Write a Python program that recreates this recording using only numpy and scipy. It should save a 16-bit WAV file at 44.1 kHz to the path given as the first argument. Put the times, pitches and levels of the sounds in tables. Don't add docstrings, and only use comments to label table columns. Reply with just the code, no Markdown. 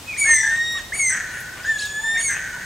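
import sys
import numpy as np
from scipy import signal
from scipy.fft import rfft, irfft, next_fast_len
from scipy.io import wavfile
from scipy.ndimage import uniform_filter1d, map_coordinates

SR = 44100
rng = np.random.default_rng(int(sys.argv[2]) if len(sys.argv) > 2 else 0)


def attenuation_scalar(level_db):
    decades = np.asarray(level_db, float) / 20
    return 10 ** decades


def bounce(signal):
    frames = np.transpose(np.atleast_2d(signal))
    limited = np.clip(frames, -1, 1)
    pcm = np.round(limited * 32767).astype(np.int16)
    wavfile.write(sys.argv[1], SR, pcm)


N = 116865

# time_s, pitch_hz, level_db, overtone_level_db
WHINE_NOTES = [
    [(.243, 1558, -35, -60), (.27, 1775, -22.5, -63), (.31, 1843, -12, -64), (.36, 1760, -23.5, -46),
     (.44, 1770, -21.5, -44), (.55, 1841, -19.5, -45.5), (.65, 1877, -25, -35), (.78, 1875, -23, -36),
     (.803, 1504, -49, -47)],
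    [(1.645, 1530, -26, -62), (1.656, 1627, -27.5, -56), (1.668, 1767, -28, -50),
     (1.697, 1796, -15.5, -44.5), (1.737, 1746, -23.5, -46), (1.753, 1695, -42, -39),
     (1.761, 1740, -21, -38), (1.782, 1654, -33, -43)],
    [(1.782, 1703, -45, -35), (1.795, 1697, -31, -38.5), (1.829, 1679, -26.5, -43),
     (1.863, 1690, -29.5, -39), (1.901, 1718, -35.5, -43), (1.931, 1716, -34, -34)],
    [(1.931, 1714, -37, -42), (1.949, 1710, -28.5, -38), (2.003, 1737, -23.5, -42.5),
     (2.021, 1725, -44, -40), (2.043, 1772, -23, -37.5), (2.12, 1806, -21, -35.5),
     (2.2, 1837, -23.5, -35.5), (2.226, 1348, -51, -37)],
]
# frequency_hz, gain_db
WINDPIPE = [(3300, -5), (3800, 5), (5250, -20), (5680, -1), (7150, 1), (7560, -10), (9000, -7), (9450, -20)]
# time_s, pitch_hz, level_db, overtone_level_db
SQUAWK_NOTES = [
    [(.16, 1653, -38, -82), (.175, 2140, -33, -40.5), (.19, 2310, -22.5, -30.5), (.203, 2280, -36, -27),
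     (.218, 2280, -23, -30), (.262, 2188, -22, -29.5), (.35, 2062, -23, -23.5), (.42, 1963, -17.5, -30.5),
     (.485, 2004, -41, -46)],
    [(.46, 2062, -53, -48), (.5, 2103, -38, -41.5), (.58, 2027, -52, -43)],
    [(.92, 1600, -31.5, -75), (.933, 2085, -31.5, -40), (.947, 2252, -28, -33), (.975, 2285, -44, -33),
     (1.0, 2218, -15.5, -28.5), (1.06, 2094, -25.5, -26), (1.105, 2025, -18.5, -25.5),
     (1.135, 1963, -31, -34), (1.2, 1944, -48, -59)],
    [(2.16, 1600, -30, -86), (2.18, 2171, -27.5, -40), (2.21, 2237, -42, -31), (2.25, 2232, -23.5, -27.5),
     (2.29, 2107, -27, -28), (2.32, 2038, -29.5, -32), (2.35, 2030, -52, -40)],
]
# multiple_of_pitch, level_db, tilt_db_per_100_hz
SQUAWK_PARTIALS = [(2, -15, 5.5), (3, 3, -1), (3.5, -14.5, -0.5), (4, 2.5, 0), (5, -20, 0.5)]
# frequency_hz, density_db_per_hz
BREATH_SPECTRUM = [(4500, -30), (6200, -3), (7300, -9), (8400, 0), (9600, -26)]
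# time_s, pitch_hz, level_db, pulse_level_db
RASP_NOTES = [
    [(.4, 1846, -33, -38), (.435, 1690, -23.5, -37), (.5, 1621, -26.5, -42), (.56, 1493, -41, -42)],
    [(1.095, 1600, -34, -12), (1.12, 1552, -32.5, -26), (1.2, 1540, -36.5, -29), (1.3, 1495, -40.5, -34.5),
     (1.37, 1488, -37.5, -32), (1.5, 1510, -39, -40.5), (1.62, 1480, -44, -43), (1.7, 1605, -30, -35)],
    [(2.28, 1668, -27, -25), (2.305, 1651, -25.5, -20.5), (2.335, 1555, -37, -28.5), (2.42, 1537, -34, -31),
     (2.5, 1520, -36, -33), (2.58, 1527, -33, -34.5), (2.66, 1505, -38, -33)],
]
# centre_hz, width_hz, level_db
THROAT_RESONANCES = [(1600, 220, -1.5), (1781, 317, 8), (2120, 120, -5), (3830, 1800, -79),
                     (6550, 920, -9.5), (8100, 870, -15.5)]
# start_s, length_s, start_hz, end_hz,
# level_db
CHIRP_GLIDES = [(0.11, 0.075, 2470, 2420, -34), (0.383, 0.18, 930, 827, -45),
                (0.654, 0.11, 9300, 9950, -52), (0.747, 0.023, 1200, 1100, -41.5),
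                (1.25, .09, 4250, 3950, -52), (1.31, .07, 9300, 10100, -50),
                (1.375, .04, 10200, 10500, -45), (1.56, .035, 1180, 1170, -45),
                (1.65, .035, 6450, 7200, -41), (1.695, .04, 6450, 8200, -41),
                (1.755, .045, 9200, 10100, -53), (1.79, .045, 10050, 10550, -43),
                (1.83, .016, 10500, 9000, -45), (1.735, .02, 7050, 6950, -39),
                (1.632, .015, 4900, 5100, -43), (1.99, 0.06, 860, 930, -44), (2.035, 0.05, 930, 890, -40),
                (2.07, 0.15, 890, 660, -47), (2.141, 0.04, 2280, 2340, -36), (2.345, 0.04, 2530, 2524, -40),
                (2.352, .03, 3110, 3100, -45), (2.535, .025, 880, 1060, -45), (2.555, .028, 1060, 860, -45)]
# start_s, length_s, start_hz, end_hz, level_db
SCOLD_GLIDES = [(1.772, .014, 2550, 2900, -44), (1.772, .014, 3800, 4350, -44),
                (1.778, .012, 5000, 6800, -43), (1.786, .022, 3550, 5300, -30),
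                (1.787, .016, 7100, 8900, -39), (1.795, .012, 6200, 7600, -38),
                (1.803, .016, 5200, 5400, -38), (1.798, .022, 2500, 2750, -41),
                (1.817, .01, 4350, 3800, -33), (1.81, .035, 7900, 8200, -41),
                (1.826, .012, 5000, 7200, -42), (1.828, .025, 4100, 3650, -37),
                (1.848, .016, 3800, 3500, -34), (1.858, .012, 4500, 4800, -40),
                (1.864, .02, 3700, 3350, -40)]
# time_s, pitch_hz, level_db, overtone_level_db
PIPE_NOTE = [(.055, 2480, -58, -80), (.085, 2545, -30.5, -70), (.105, 2473, -26, -65),
             (.125, 2360, -37, -70), (.145, 2170, -26.5, -80)]
# start_s, end_s, level_db
TWITTER_BURSTS = [
    (1.63, 1.74, -37),
    (1.785, 1.91, -31),
]
WALL_LEVELS = [
    [-12.5],
    [-8.5],
]
# frequency_hz, t60_s
GARDEN_DECAY = [(1000, 0.24), (5000, 0.86), (12000, 0.12)]
# centre_s, level_db
TWIG_KNOCKS = [(0.302, -31), (0.55, -39), (0.789, -41), (.97, -41), (1.16, -42), (1.36, -41), (1.59, -42),
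               (2.198, -40), (2.371, -39)]
# frequency_hz, density_db_per_hz
TWIG_SPECTRUM = [(300, -18), (600, -13.5), (2800, -9.5), (6000, -48)]
# centre_s, length_s, level_db
LEAF_SWELLS = [(0.374, 0.94, -42), (0.816, 0.05, -49), (1.132, 0.067, -61), (1.84, .15, -37),
               (1.69, .13, -43), (2.3, 0.17, -69)]
# frequency_hz, density_db_per_hz
LEAF_SPECTRUM = [(1500, -22), (3200, 0), (8300, -3), (11000, -30)]
# start_s, peak_db
BEAK_TICKS = [(.342, -35), (0.722, -37), (1.404, -36), (1.855, -36), (2.305, -40)]
# frequency_hz, density_db_per_hz
TICK_SPECTRUM = [(7000, -40), (10500, -6), (13000, -6), (16000, -10)]
# frequency_hz, density_db_per_hz
HUM_SPECTRUM = [(15, -20), (40, -1.5), (100, 0), (300, -8.5), (1300, -10.5), (8600, -16), (9800, -22.5),
                (16000, -25)]
# frequency_hz, correlation
HUM_LIKENESS = [(30, 0.85), (125, 1), (400, 0.6), (5000, 0.34), (12000, 0.95)]


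def unit(x):
    return x / np.sqrt(np.mean(x ** 2) + 1e-20)


def along(points, hz):
    f, v = np.transpose(points)
    return np.interp(np.log(hz + 1), np.log(f + 1), v)


def curves(rows, fade_s=.004):
    s, *cols = np.transpose(rows)
    t = np.arange(N) / SR
    gate = np.clip(np.minimum(t - s[0], s[-1] - t) / fade_s, 0, 1)
    return [uniform_filter1d(np.interp(t, s, c), size=300) for c in cols] + [gate]


def wobble(rate):
    return map_coordinates(rng.standard_normal(N // 20), [np.arange(N) * rate / SR])


def filtered(x, response):
    m = next_fast_len(N + SR // 2)
    return irfft(rfft(x, m) * response(np.fft.rfftfreq(m, 1 / SR)), m)[..., :N]


def rush(spectrum, alike):
    def response(hz):
        angle = np.arccos(np.clip(along(alike, hz), -1, 1)) / 2
        return attenuation_scalar(along(spectrum, hz)) * [np.cos(angle), np.sin(angle)]

    mid, side = filtered(rng.standard_normal((2, N)), response)
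    return unit(np.array([mid + side, mid - side]))


def whistle(call, overtones, shake_hz, flutter_db, over_flutter_db, hoarse=0):
    hz, db, over_db, gate = curves(call)
    elapsed = np.cumsum(gate)
    fatigue = (2130 - hz + 400 * (elapsed / gate.sum() - .5)) / 300
    tired = hoarse * np.clip(fatigue, 0, 1) * (elapsed > 2000)
    phase = 2 * np.pi * np.cumsum(hz + shake_hz * wobble(300)) / SR
    upper = np.zeros(N)
    for multiple, level in overtones:
        flutter = over_flutter_db * (wobble(60) + 0.69 * wobble(140))
        roughness = 1 - tired + tired * wobble(550)
        upper += attenuation_scalar(over_db + level(hz) + flutter) * roughness * np.sin(multiple * phase)
    strength = attenuation_scalar(db + flutter_db * wobble(45.66))
    roughness = 1 - 0.71 * tired * (1 - wobble(260))
    return np.sqrt(2) * gate * (strength * roughness * np.sin(phase) + upper)


def whiner():
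    overtones = [(k, lambda hz, k=k: along(WINDPIPE, k * hz)) for k in range(2, 6)]
    return sum(whistle(c, overtones, shake_hz=2.54, flutter_db=-0.1, over_flutter_db=1.04)
               for c in WHINE_NOTES)


def squawk_breath():
    strength = np.zeros(N)
    for call in SQUAWK_NOTES:
        _, _, over_db, gate = curves(call)
        strength += attenuation_scalar(over_db - 12) * gate
    return strength * rush(BREATH_SPECTRUM, [(5000, 1)])[0]


def squawk_whistles():
    overtones = [(k, lambda hz, db=db, tilt=tilt: db + tilt * (hz - 2200) / 100)
                 for k, db, tilt in SQUAWK_PARTIALS]
    return sum(whistle(c, overtones, shake_hz=13, flutter_db=3, over_flutter_db=2.8, hoarse=.75)
               for c in SQUAWK_NOTES)


def throat_response(hz):
    return sum(attenuation_scalar(db) * (1j * hz * width / (centre * centre - hz * hz + 1j * hz * width)) ** 2
               for centre, width, db in THROAT_RESONANCES)


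def throat_pulses():
    rate_hz, jitter, scatter_db = 230, .3, 3.5
    cycles = np.floor(np.cumsum(rate_hz * np.exp(jitter * wobble(120))) / SR)
    strength = attenuation_scalar(scatter_db * np.clip(rng.standard_normal(N), -2, 1))
    pulses = np.diff(cycles, prepend=0) * strength + 0.05 * rng.standard_normal(N)
    return unit(filtered(pulses, throat_response))


def rasps():
    grating = throat_pulses()
    out = np.zeros(N)
    for call in RASP_NOTES:
        hz, db, pulse_db, gate = curves(call, fade_s=.03)
        phase = 2 * np.pi * np.cumsum(hz + 35 * wobble(150)) / SR
        tone = np.sin(phase) + 0.045 * np.sin(2 * phase)
        low = np.sqrt(2) * attenuation_scalar(db + 3.16 * wobble(60)) * tone
        out += gate * (low + attenuation_scalar(pulse_db + 1.8 * wobble(22)) * grating)
    return out


def squawker():
    return squawk_breath() + squawk_whistles() + rasps()


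def chirps():
    out = np.zeros(N + SR)
    flutter = attenuation_scalar(2.5 * wobble(110))
    for s, length, start_hz, end_hz, db in CHIRP_GLIDES + SCOLD_GLIDES:
        u = np.arange(round(length * SR)) / (length * SR)
        hz = start_hz + (end_hz - start_hz) * u
        envelope = attenuation_scalar(db) * np.sqrt(2) * np.sin(np.pi * u) ** .8
        out[round(s * SR):][:len(u)] += envelope * np.sin(2 * np.pi * np.cumsum(hz) / SR)
    return out[:N] * flutter


def pipe():
    return whistle(PIPE_NOTE, [(2, lambda hz: 0)], shake_hz=14, flutter_db=0.4, over_flutter_db=1.1)


def twitter(count=70):
    out = np.zeros(N)
    u = np.arange(450) / 450
    for start, end, db in TWITTER_BURSTS:
        for when, pitch, slur, size in rng.random((count, 4)):
            hz = 2500 * 3.5 ** pitch * (1 + .45 * (slur - .4) * u)
            note = np.sin(np.pi * u) ** 2 * np.sin(2 * np.pi * np.cumsum(hz) / SR)
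            first = round((start + when * (end - start)) * SR)
            out[first:][:len(u)] += attenuation_scalar(db - 6 * (pitch + when + 2 * size)) * note
    return out


def wall(x):
    return attenuation_scalar(WALL_LEVELS) * np.pad(x, (round(0.028 * SR), 0))[:N]


def garden(x):
    delay_s = .012
    hz, t, z = signal.stft(rng.standard_normal((2, SR // 2)), SR, nperseg=256)
    decay = attenuation_scalar(-60 * t / along(GARDEN_DECAY, hz)[:, None])
    tail = signal.istft(z * decay, SR, nperseg=256)[1]
    tail = .5 * tail[0] + tail
    late = np.pad(x, (round(delay_s * SR), 0))[None]
    return signal.fftconvolve(late, tail / np.linalg.norm(tail[0]), axes=1)[:, :N]


def swell(s, length, db):
    t = np.arange(N) / SR
    return attenuation_scalar(db) * np.exp(-2 * (2 * (t - s) / length) ** 2)


def twig_knocks():
    return sum(swell(s, .13, db) for s, db in TWIG_KNOCKS) * attenuation_scalar(2.2 * wobble(140))


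def leaf_friction():
    return sum(swell(*row) for row in LEAF_SWELLS) * attenuation_scalar(2.5 * wobble(250))


def beak_ticks():
    t, t60_s = np.arange(N) / SR, 0.096
    return sum(attenuation_scalar(db - 60 * np.abs(t - s) / t60_s) * (t >= s) for s, db in BEAK_TICKS)


def foliage():
    knock, hiss, tick = twig_knocks(), leaf_friction(), beak_ticks()
    twigs = knock * rush(TWIG_SPECTRUM, [(1000, 0.71)])
    leaves = hiss * rush(LEAF_SPECTRUM, [(5000, 0.57)])
    beaks = tick * rush(TICK_SPECTRUM, [(12000, 0.19)])
    return twigs + leaves + beaks


def hum():
    return attenuation_scalar(-39) * rush(HUM_SPECTRUM, HUM_LIKENESS)


def scene():
    birds = whiner() + squawker() + chirps() + pipe() + twitter()
    direct = birds * attenuation_scalar([[.3], [-.3]])
    echoes = wall(birds) + attenuation_scalar(-13) * garden(birds)
    return direct + echoes + foliage() + hum() * attenuation_scalar([[.35], [-.35]])


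def low_pass(x):
    return signal.sosfilt(signal.butter(12, 15830, fs=SR, output="sos"), x)


def record(dry):
    top_hz = 15830
    mix = filtered(dry, lambda hz: hz < top_hz)
    return low_pass(mix)


dry = scene()
out = record(dry)
bounce(out)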